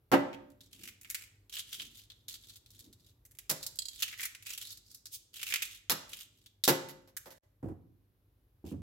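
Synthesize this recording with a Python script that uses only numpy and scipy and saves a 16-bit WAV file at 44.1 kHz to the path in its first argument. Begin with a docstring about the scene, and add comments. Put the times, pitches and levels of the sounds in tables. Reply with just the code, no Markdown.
"""Peeling boiled eggs over a sink

Close on a pair of hands in a small, quiet kitchen: shell snaps and crackles in the hollow of the fingers, noise
clicks ringing in a resonant pocket. Pieces drop and set the steel basin's modes booming. At the end slippery
peeled eggs thud into a glass bowl, its low modes damped by soft contact. A mains hum of wavering sines and a
faint bed of coloured noise lie underneath; near 7.4 s all sound dips away briefly."""
import sys
import numpy as np
from scipy import signal
from scipy.fft import rfft, irfft, next_fast_len
from scipy.io import wavfile

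SR = 44100
rng = np.random.default_rng(int(sys.argv[2]) if len(sys.argv) > 2 else 0)


def file_out(sig):
    """Save sig as 16-bit WAV at sys.argv[1]."""
    # one column per channel
    cols = np.atleast_2d(sig).T
    # limit, then scale
    lim = np.clip(cols, -1, 1)
    pcm = np.round(lim * 32767).astype(np.int16)
    wavfile.write(sys.argv[1], SR, pcm)


N = 388950
TIME = np.arange(N) / SR

# pulls of the thumb that tear the shell away: start_s, length_s, level_db (before trim)
PULLS = [(.61, 0.073, -65), (0.699, 0.25, -57), (1.018, .28, -54.5), (1.51, .11, -42.5), (1.659, 0.23, -49),
         (1.89, .17, -55), (2.1, 0.18, -76.5), (2.273, .1, -49), (2.388, .2, -58), (2.648, 0.25, -64),
         (2.968, .17, -66.5), (3.588, .1, -56), (3.881, 0.31, -50), (4.168, .11, -40), (4.44, .13, -43),
         (4.579, .2, -48), (4.819, .2, -61), (5.328, .12, -48.5), (5.45, 0.097, -40.5), (5.56, .24, -52),
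         (6.07, .2, -49), (6.293, 0.23, -71.5), (7.292, 0.12, -65.5), (8.64, .1, -56)]
# colour of breaking shell: freq_hz, level_db
SHELL_COLOUR = [(100, -18), (400, -7), (850, -14.5), (1400, -3), (2500, -5.5), (5000, -3), (7500, 1),
                (9200, -3), (11500, 2.5), (15500, -2.5)]
# difference between left and right, less in the bass: freq_hz, side_db
STEREO_WIDTH = [(60, -15.5), (280, -10), (550, -6.5), (1000, 0), (16000, -3)]


def from_db(db):
    """Decibels to gain."""
    return 10 ** (np.asarray(db) / 20)


def rms_one(x):
    """Scale to rms 1."""
    return x / np.sqrt(np.mean(x ** 2) + 1e-20)


def hit_one(x):
    """Scale a hit to the energy of 4 ms at rms 1."""
    return rms_one(x) * np.sqrt(.004 * SR / x.shape[-1])


def in_time(rows):
    """A curve at every sample; the first and last values hold outside the table."""
    return np.interp(TIME, *np.transpose(rows))


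def at_hz(points, hz):
    """Read a table on a log-frequency axis."""
    points = np.array(points)
    return np.interp(np.log(np.maximum(hz, 1)), np.log(points[:, 0]), points[:, 1])


def add(track, s, sound):
    """Mix a sound into a track at time s."""
    start = round(s * SR)
    track[:, start:start + sound.shape[-1]] += sound[:, :N - start]


def colour(x, spectrum):
    """Causal (minimum-phase) filter with the given spectrum, built by folding its cepstrum."""
    size = 2 * next_fast_len(x.shape[-1] // 2 + 1024)
    bins_hz = np.arange(size // 2 + 1) * SR / size
    cepstrum = irfft(np.log(from_db(at_hz(spectrum, bins_hz))))
    response = np.exp(rfft(2 * cepstrum[:size // 2], size) - cepstrum[0])
    return irfft(rfft(x, size) * response)[..., :x.shape[-1]]


def cut(x, hz, kind, order=2):
    """Butterworth filter."""
    return signal.sosfilt(signal.butter(order, hz, kind, fs=SR, output="sos"), x)


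def stereo_noise(size):
    """Diffuse noise: alike left and right in the bass, far less alike in the treble."""
    mid, side = rng.standard_normal((2, size))
    return rms_one(mid + colour(side, STEREO_WIDTH) * [[1], [-1]])


def background(hum_db=0.0, waver=1.0, waver_hz=21.0):
    """Low room rumble and thin hiss as coloured noise, and a mains hum of sines that waver at random."""
    # hum partials: freq_hz, level_db (before wavering)
    hum_partials = [(50, -71), (100, -68)]
    # colour of the quiet room: freq_hz, level_db
    air_colour = [(22, -29), (36, -12.5), (50, 2), (75, -5.5), (120, 3), (195, -10), (285, -3.5), (420, -9),
                  (680, -17.5), (2000, -26), (4000, -28), (8500, -37), (12000, -22.5), (16000, -30.5)]
    # how the bed rises and falls: time_s, level_db
    air_level = [(0, -70), (3.3, -69.5), (7.38, -74), (7.45, -69.5), (8.82, -67)]
    level = from_db(in_time(air_level))
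    hum = 0
    for hz, db in hum_partials:
        sway = 1 + waver * rms_one(cut(rng.standard_normal(N), waver_hz, "low"))
        tone = np.sin(2 * np.pi * (hz * TIME + rng.random()))
        hum = hum + np.sqrt(2) * from_db(db) * sway * tone
    air = level * rms_one(colour(stereo_noise(N), air_colour))
    return air + rms_one(level) * from_db(hum_db) * hum   # the hum follows the level of the bed


def dying(t60):
    """Diffuse noise that dies away by 60 dB in t60 seconds."""
    t = TIME[:int(t60 * SR) + 2]
    return stereo_noise(len(t)) * from_db(-60 * t / t60)


def scattered(t60, direct_db):
    """A click followed by its dense reflections off the sink and the worktop."""
    out = rms_one(dying(t60))
    spike = from_db(direct_db) * np.sqrt(out.shape[-1])
    out[0, 0] += spike
    out[1, rng.integers(0, 8)] += spike   # up to 7 samples later on the right
    return out


def struck(modes, spread_db=1.0, split_hz=3.2):
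    """Each blow rings every mode with its own strength, in beating pairs that differ left and right."""
    hz, level_db, t60 = np.transpose(modes)[:, :, None]
    t60 = np.minimum(t60, .52)
    t = TIME[:int(t60.max() * SR)]
    twin_hz = hz + split_hz * rng.standard_normal(hz.shape)
    twin = np.sin(2 * np.pi * (twin_hz * t + rng.random(hz.shape)))
    decay = from_db(level_db + spread_db * rng.standard_normal(hz.shape) - 60 * t / t60)
    rings = decay * (np.sin(2 * np.pi * hz * t) + twin * (1 - np.exp(-hz * t)) / 2)   # the twin fades in
    mid = (-1) ** np.arange(len(modes))
    side = rng.choice([-1, 1], len(modes)) * from_db(at_hz(STEREO_WIDTH, hz[:, 0]))
    both = mid @ rings + side @ rings * [[1], [-1]]
    return both / np.sqrt(np.sum(from_db(level_db) ** 2))


def plate(x, ring_db=5.0, sharpness=37.0, count=2):
    """Every bit of shell has a few short resonances of its own."""
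    pitches = 3500 * 2 ** (2 * rng.random(count))   # 3.5 to 14 kHz
    rings = sum(signal.lfilter(*signal.iirpeak(hz, sharpness, fs=SR), x) for hz in pitches)
    return x + from_db(ring_db) * rings


def sink(clatter_db=0.5, modes_db=-9.0, basin_db=0.5, spot_db=2.0, spot_sharpness=3.0,
         crumbs_db=-22.5, crumbs_s=.06, count=4):
    """A piece rattles and sheds crumbs; the steel booms most as it topples flat, at that spot's pitch."""
    # shell pieces landing in the sink: time_s, clatter_db, boom_db (before trims), topple_s, spot_hz
    landings = [(0.1166, -27, -11, 0.02, 278), (3.495, -24, -32.5, 0.013, 149.6),
                (5.897, -16, -29.5, .022, 1300), (6.678, -12.5, -15.5, 0.0018, 352),
                (6.709, -33, -32, .008, 350), (6.887, -39, -62, 0.0033, 357),
                (7.075, -55, -59.5, 0.0012, 353.3), (7.258, -46, -46, 0.0011, 594),
                (7.305, -45.5, -56.5, 0, 596)]
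    # modes of the steel basin: freq_hz, level_db, t60_s (struck() caps it at 0.52)
    steel_modes = [(152.1, -0.5, .22), (195.6, -8, 0.3), (280, -3.5, 0.21), (352, -1, 0.25),
                   (385.9, -4, 0.31), (465, -11.5, 0.33), (529, -2.5, 0.46), (592, -6.5, .52),
                   (654, -12, 0.56), (721, -11.5, .25), (856, -7, .2), (900, -9.5, 0.42), (1000, -9, 0.23),
                   (1176, -21, 0.17), (1300, -19.5, .2), (1490, -14.5, 0.35), (1750, -17.5, 0.28),
                   (1940, -14, 0.16), (2000, -13, 0.41)]
    # colour of shell on steel: freq_hz, level_db
    clatter_colour = [(150, -11), (700, -3), (1500, -1), (3500, 2), (5500, 2), (7700, -2), (9000, -9),
                      (11500, 5), (15500, -3.5)]
    # colour of the basin's dull boom: freq_hz, level_db
    basin_colour = [(50, -26.5), (140, -2.5), (330, -1.5), (900, -2), (1500, -7), (3000, -16), (6000, -32),
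                    (15000, -42)]
    rattle_s = .0075   # mean time between touches
    clatter_loss_db = 2   # per touch
    boom_loss_db = 3   # per rattle_s away from the topple
    out = np.zeros((2, N))
    for s, shell_db, boom_db, topple_s, spot_hz in landings:
        steel = np.zeros((2, SR))
        for touch in range(count):
            delay = touch * rattle_s * rng.uniform(.92, 1.08)
            clatter = hit_one(colour(scattered(t60=0.069, direct_db=-14.5), clatter_colour))
            add(out, s + delay, from_db(shell_db + clatter_db - clatter_loss_db * touch) * clatter)
            push_db = boom_db - boom_loss_db * abs(delay - topple_s) / rattle_s
            ring = struck(steel_modes, spread_db=2.5, split_hz=7.0)
            add(steel, delay, from_db(push_db + modes_db) * ring)
            boom = hit_one(colour(scattered(t60=0.13, direct_db=-9.5), basin_colour))
            add(steel, delay, from_db(push_db + basin_db) * boom)
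        spot = signal.lfilter(*signal.iirpeak(spot_hz, spot_sharpness, fs=SR), steel)
        add(out, s, steel + from_db(spot_db) * spot)
        for late in rng.exponential(1, count):   # later crumbs land more softly
            crumb = hit_one(plate(colour(scattered(t60=0.051, direct_db=-6.5), SHELL_COLOUR)))
            add(out, s + late * crumbs_s, from_db(shell_db + crumbs_db) * np.exp(-late / 2) * crumb)
    return out


def grip_hz(s):
    """Pitch of the hollow of the hand at time s."""
    # pocket between fingers and egg; its pitch sinks as the hand closes: time_s, pitch_hz
    grip_curve = [(.33, 2480), (.61, 3760), (.88, 2320), (1.2, 2113), (1.52, 3240), (1.82, 3124),
                  (2.1, 3550), (3.05, 3830), (3.28, 1803), (3.39, 2400), (3.5, 4300), (3.9, 4000),
                  (4.12, 2100), (4.38, 2200), (4.6, 3000), (4.7, 4330), (5.06, 4705), (5.4, 2655),
                  (5.6, 2300), (5.72, 3300), (6.2, 2890), (6.64, 3900), (7.17, 1590), (8.7, 2820)]
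    return np.interp(s, *np.transpose(grip_curve))


def hollow(x, hz, sharpness, leak_db):
    """The pocket between fingers and egg rings at its pitch and holds back the lows; a little leaks past."""
    w = 2 * np.tan(np.pi * hz / SR)   # prewarped, so the resonance stays on pitch
    through = signal.lfilter(*signal.bilinear([1, 0, 0], [1, w / sharpness, w * w]), x)
    return through - from_db(leak_db) * cut(x, hz, "low")


def snaps(gain_db=0.5, sharpness=3.7, damping=0.19, leak_db=-10.5, t60=.055, treble_hz=6500,
          run_s=.005, run_db=-4.0, count=2):
    """Each fracture is a bright click; the crack runs on in smaller ones, all ringing the fingers' hollow."""
    # the clear snaps of the shell: time_s, level_db (before trim), treble_db
    fractures = [(.330, -39, -16.5), (.502, -56.5, 4), (.607, -44.5, -4), (.730, -42, -4), (.792, -50, -4),
                 (.835, -35, -2), (.876, -34, -5), (1.013, -41.5, 8), (1.047, -41.5, -15),
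                 (1.101, -25.5, 7.5), (1.146, -23.5, -1), (1.223, -40.5, -2), (1.496, -43, -1),
                 (1.538, -34.5, -9), (1.568, -29, -15), (1.594, -28, -3.5), (1.729, -28, -4),
                 (1.797, -29, -22), (1.819, -33, -6.5), (2.101, -39.5, -12.5), (2.283, -30, 0),
                 (2.340, -37, -4), (2.437, -47.5, -9), (2.496, -42, -6), (2.558, -41, 2), (2.661, -49, -6),
                 (2.705, -47.5, 3), (2.792, -40.5, 1.5), (2.843, -49.5, -2), (2.928, -47.5, -0.5),
                 (3.252, -45, 10.5), (3.311, -48.5, 8), (3.351, -52, 6), (3.387, -34.5, 2.5),
                 (3.499, -16.5, 6.5), (3.629, -29.5, -2), (3.665, -25.5, 3.5), (3.757, -41, 8),
                 (4.002, -32.5, 0), (4.023, -16.5, -4.5), (4.080, -33, -7), (4.127, -34, -16),
                 (4.196, -31, -20), (4.231, -25.5, -1.5), (4.254, -25, 4.5), (4.349, -37, -6.5),
                 (4.425, -42, 1), (4.467, -31.5, -4), (4.532, -34.5, 3), (4.577, -29.5, 2),
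                 (4.614, -30.5, -1.5), (4.719, -37, 10), (4.773, -42.5, 1), (4.914, -45, 1),
                 (4.947, -38, 6), (5.056, -34.5, -3.5), (5.341, -39.5, -2), (5.395, -37, -13.5),
                 (5.415, -32.5, -6), (5.43, -25.5, -3), (5.467, -29, -4), (5.523, -23, -15),
                 (5.5393, -16, -6.5), (5.622, -20.5, -3.5), (5.653, -33, 1.5), (5.749, -42, 2.5),
                 (6.093, -43, 8), (6.133, -31.5, -8), (6.2074, -43, 5), (6.461, -44.5, -5.5),
                 (6.638, -14.5, -1.5), (7.167, -26.5, 6.5)]
    out = np.zeros((2, N))
    for s, level_db, treble_db in fractures:
        click = np.zeros((2, SR // 8))
        add(click, 0, plate(scattered(t60, direct_db=-7.0), ring_db=-2.5))
        for delay in np.minimum(rng.exponential(run_s, count), .02):
            add(click, delay, from_db(run_db) * scattered(t60, direct_db=-2.5))
        closed = from_db(-damping * np.clip(treble_db, -12, 12))   # a closed hand is duller and rings longer
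        click = hollow(colour(click, SHELL_COLOUR), grip_hz(s), sharpness * closed, leak_db)
        click = colour(click, [(treble_hz / 2, 0), (treble_hz * np.sqrt(2), treble_db)])
        add(out, s, from_db(level_db + gain_db) * hit_one(click))
    return out


def crackle(gain_db=1.0, per_s=230, size_db=6.0, largest_db=13.0, sharpness=4.5, leak_db=-9.5,
            wander=.1, t60=0.049, treble_db=-2.0):
    """Each pull swells and fades; membrane tears and flakes break at random, of many sizes and pitches."""
    out = np.zeros((2, N))
    for s, length, level_db in PULLS:
        flakes = max(round(per_s * length), 2)
        stroke = np.zeros((2, round((length + t60) * SR) + 9))
        for phase in (np.arange(flakes) + rng.random(flakes)) / flakes:
            size = np.sin(np.pi * phase) * from_db(min(size_db * rng.exponential(), largest_db))
            pitch = grip_hz(s + phase * length) * 2 ** (wander * rng.standard_normal())   # wander in octaves
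            bit = hollow(plate(scattered(t60, direct_db=-7.0)), pitch, sharpness, leak_db)
            add(stroke, phase * length, size * bit)
        stroke = colour(colour(stroke, SHELL_COLOUR), [(4000, 0.0053), (10000, treble_db)])
        add(out, s, from_db(level_db + gain_db) * rms_one(stroke))
    return out


def palms(gain_db=-6.0, swell_s=0.047, pull_db=-73.0):
    """Dull rubbing of skin on the egg: each turn swells and fades, and each pull of the thumb rubs faintly."""
    # the palms turn the egg: time_s, level_db (before trim)
    egg_turns = [(.83, -49), (1.84, -51.5), (2.88, -51)]
    # colour of skin rubbing: freq_hz, level_db
    skin_colour = [(60, -11), (200, 4.5), (350, 0), (600, -21), (1200, -32), (5000, -34)]
    turns = sum(from_db(db + gain_db) * np.exp(-abs(TIME - s) / swell_s) for s, db in egg_turns)
    pulls = sum(np.exp(-abs(TIME - s - length / 2) / (length / 2)) for s, length, _ in PULLS)
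    return (turns + from_db(pull_db) * pulls) * rms_one(colour(stereo_noise(N), skin_colour))


def bright_ticks(colour_db=2.5, tick_db=-4.5):
    """A shell snap at 3.79 s and three weaker ones after it, each a tick with a short bright pitched colour."""
    # one loud tick and three quieter ones: time_s, level_db (before trims)
    tick_times = [(3.7885, -24.5), (3.8199, -34), (3.855, -33), (3.8842, -32)]
    # short bright partials of the tick: freq_hz, level_db, t60_s
    tick_partials = [(3260, -12, 0.07), (3940, -6, .035), (4230, -4.5, 0.047), (4860, -6, 0.052),
                     (6940, -6.5, 0.029), (7760, -7.5, 0.074), (8110, -11, 0.027)]
    out = np.zeros((2, N))
    for s, level_db in tick_times:
        add(out, s, from_db(level_db + colour_db) * struck(tick_partials, split_hz=140.0))
        tick = hit_one(cut(scattered(t60=0.058, direct_db=-16.5), [3400, 13000], "band"))
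        add(out, s, from_db(level_db + tick_db) * tick)
    return out


def slide(low_hz=3200, tilt_db=0.0):
    """Wet membrane slipping over the white: one short, smooth swell of high-passed noise."""
    # the egg sliding out of its membrane: centre_s, half_width_s, level_db
    slip = (5.146, 0.015, -35)
    s, half_width, level_db = slip
    hiss = colour(cut(stereo_noise(N), low_hz, "high", order=4), [(6000, 0.032), (15000, tilt_db)])
    return from_db(level_db) * rms_one(hiss) * np.exp(-((TIME - s) / half_width) ** 2 / 2)


def bowl(ring_db=-4.0, thud_db=3.5):
    """Soft egg wobbles on glass: each slow contact leaves only the low modes and a dull bump."""
    # eggs landing in the bowl: time_s, level_db (before trims), softness_cutoff_hz, wobble_length_s
    egg_landings = [(7.629, -28.5, 568, .054), (7.686, -32.5, 590, .035), (8.642, -33.5, 431, .035),
                    (8.713, -27.5, 332, .035), (8.780, -33, 134.3, .022)]
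    # modes of the glass bowl: freq_hz, level_db, t60_s
    glass_modes = [(90.7, 7.5, 0.25), (225.8, 4.5, 0.1), (319, 3.5, 0.19), (366.4, -7, 0.13),
                   (506, -8.5, 0.19), (720, -14.5, 0.45), (1041, -12, 0.097)]
    # colour of the egg's dull bump: freq_hz, level_db
    egg_colour = [(35, -10), (90, 3), (300, 3), (600, -8), (1500, -14.5), (4000, -18), (15000, 14.5)]
    # each touch of the wobble is weaker and softer than the one before
    wobble_s, loss_db, softening = .0135, 1, 0.94
    out = np.zeros((2, N))
    for s, landing_db, landing_hz, length in egg_landings:
        for touch in range(max(round(length / wobble_s), 1)):
            when = s + wobble_s * (touch + rng.uniform(-.15, .15))
            level_db = landing_db - loss_db * touch
            soft_hz = landing_hz * softening ** touch
            ring = cut(struck(glass_modes), soft_hz, "low", order=1)
            add(out, when, from_db(level_db + ring_db) * ring)
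            bump = colour(scattered(t60=0.12, direct_db=-16.5), egg_colour)
            add(out, when, from_db(level_db + thud_db) * hit_one(cut(bump, soft_hz, "low")))
    return out


def kitchen(x, wet_db=-12.0, build_s=0.004):
    """The room's diffuse tail builds up quickly and dies band by band, about an octave each."""
    # kitchen reverberation: freq_hz, t60_s
    room_decay = [(150, 0.88), (500, 0.51), (1500, 0.57), (3000, 0.51), (7000, .48), (14000, 0.23)]
    t, edges = TIME[:SR], np.geomspace(70, 18000, 9)
    tail = 0
    for low, high in zip(edges, edges[1:]):
        decay = from_db(-60 * t / at_hz(room_decay, np.sqrt(low * high)))
        tail = tail + cut(stereo_noise(SR), [low, high], "band") * decay
    tail = rms_one(tail * (1 - np.exp(-t / build_s))) / np.sqrt(SR)
    return x + from_db(wet_db) * signal.oaconvolve(x, tail, axes=1)[:, :N]


def scene():
    """Hands, sink and bowl sound into the kitchen, a little to the right, over the quiet room."""
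    # place of the hands: time_s, left_minus_right_db
    hands_place = [(0, -1.1), (3.2, -0.7), (3.3, -2), (4.1, -1.5), (5.5, -1.5), (6.6, -1.5), (7.2, -1.5),
                   (7.6, -2.5), (8.82, -2)]
    work = sink() + snaps() + crackle() + palms() + bright_ticks() + slide() + bowl()
    return kitchen(work) * from_db(in_time(hands_place) / 2 * [[1], [-1]]) + background()


def record(dry):
    """The level drops out briefly; the deepest bass is rolled off and the top is cut steeply."""
    # overall level, with a brief dip near 7.4 s; the end rows hold before and after it: time_s, level_db
    level_dip = [(7.383, -5.5), (7.39, -55), (7.42, -36.5), (7.435, -8.5)]
    cutoff_hz = 16000
    kept = cut(dry * from_db(in_time(level_dip)), 38, "high", order=4)
    return signal.sosfilt(signal.ellip(10, .2, 70, cutoff_hz, fs=SR, output="sos"), kept)


dry = scene()
out = record(dry)
file_out(out)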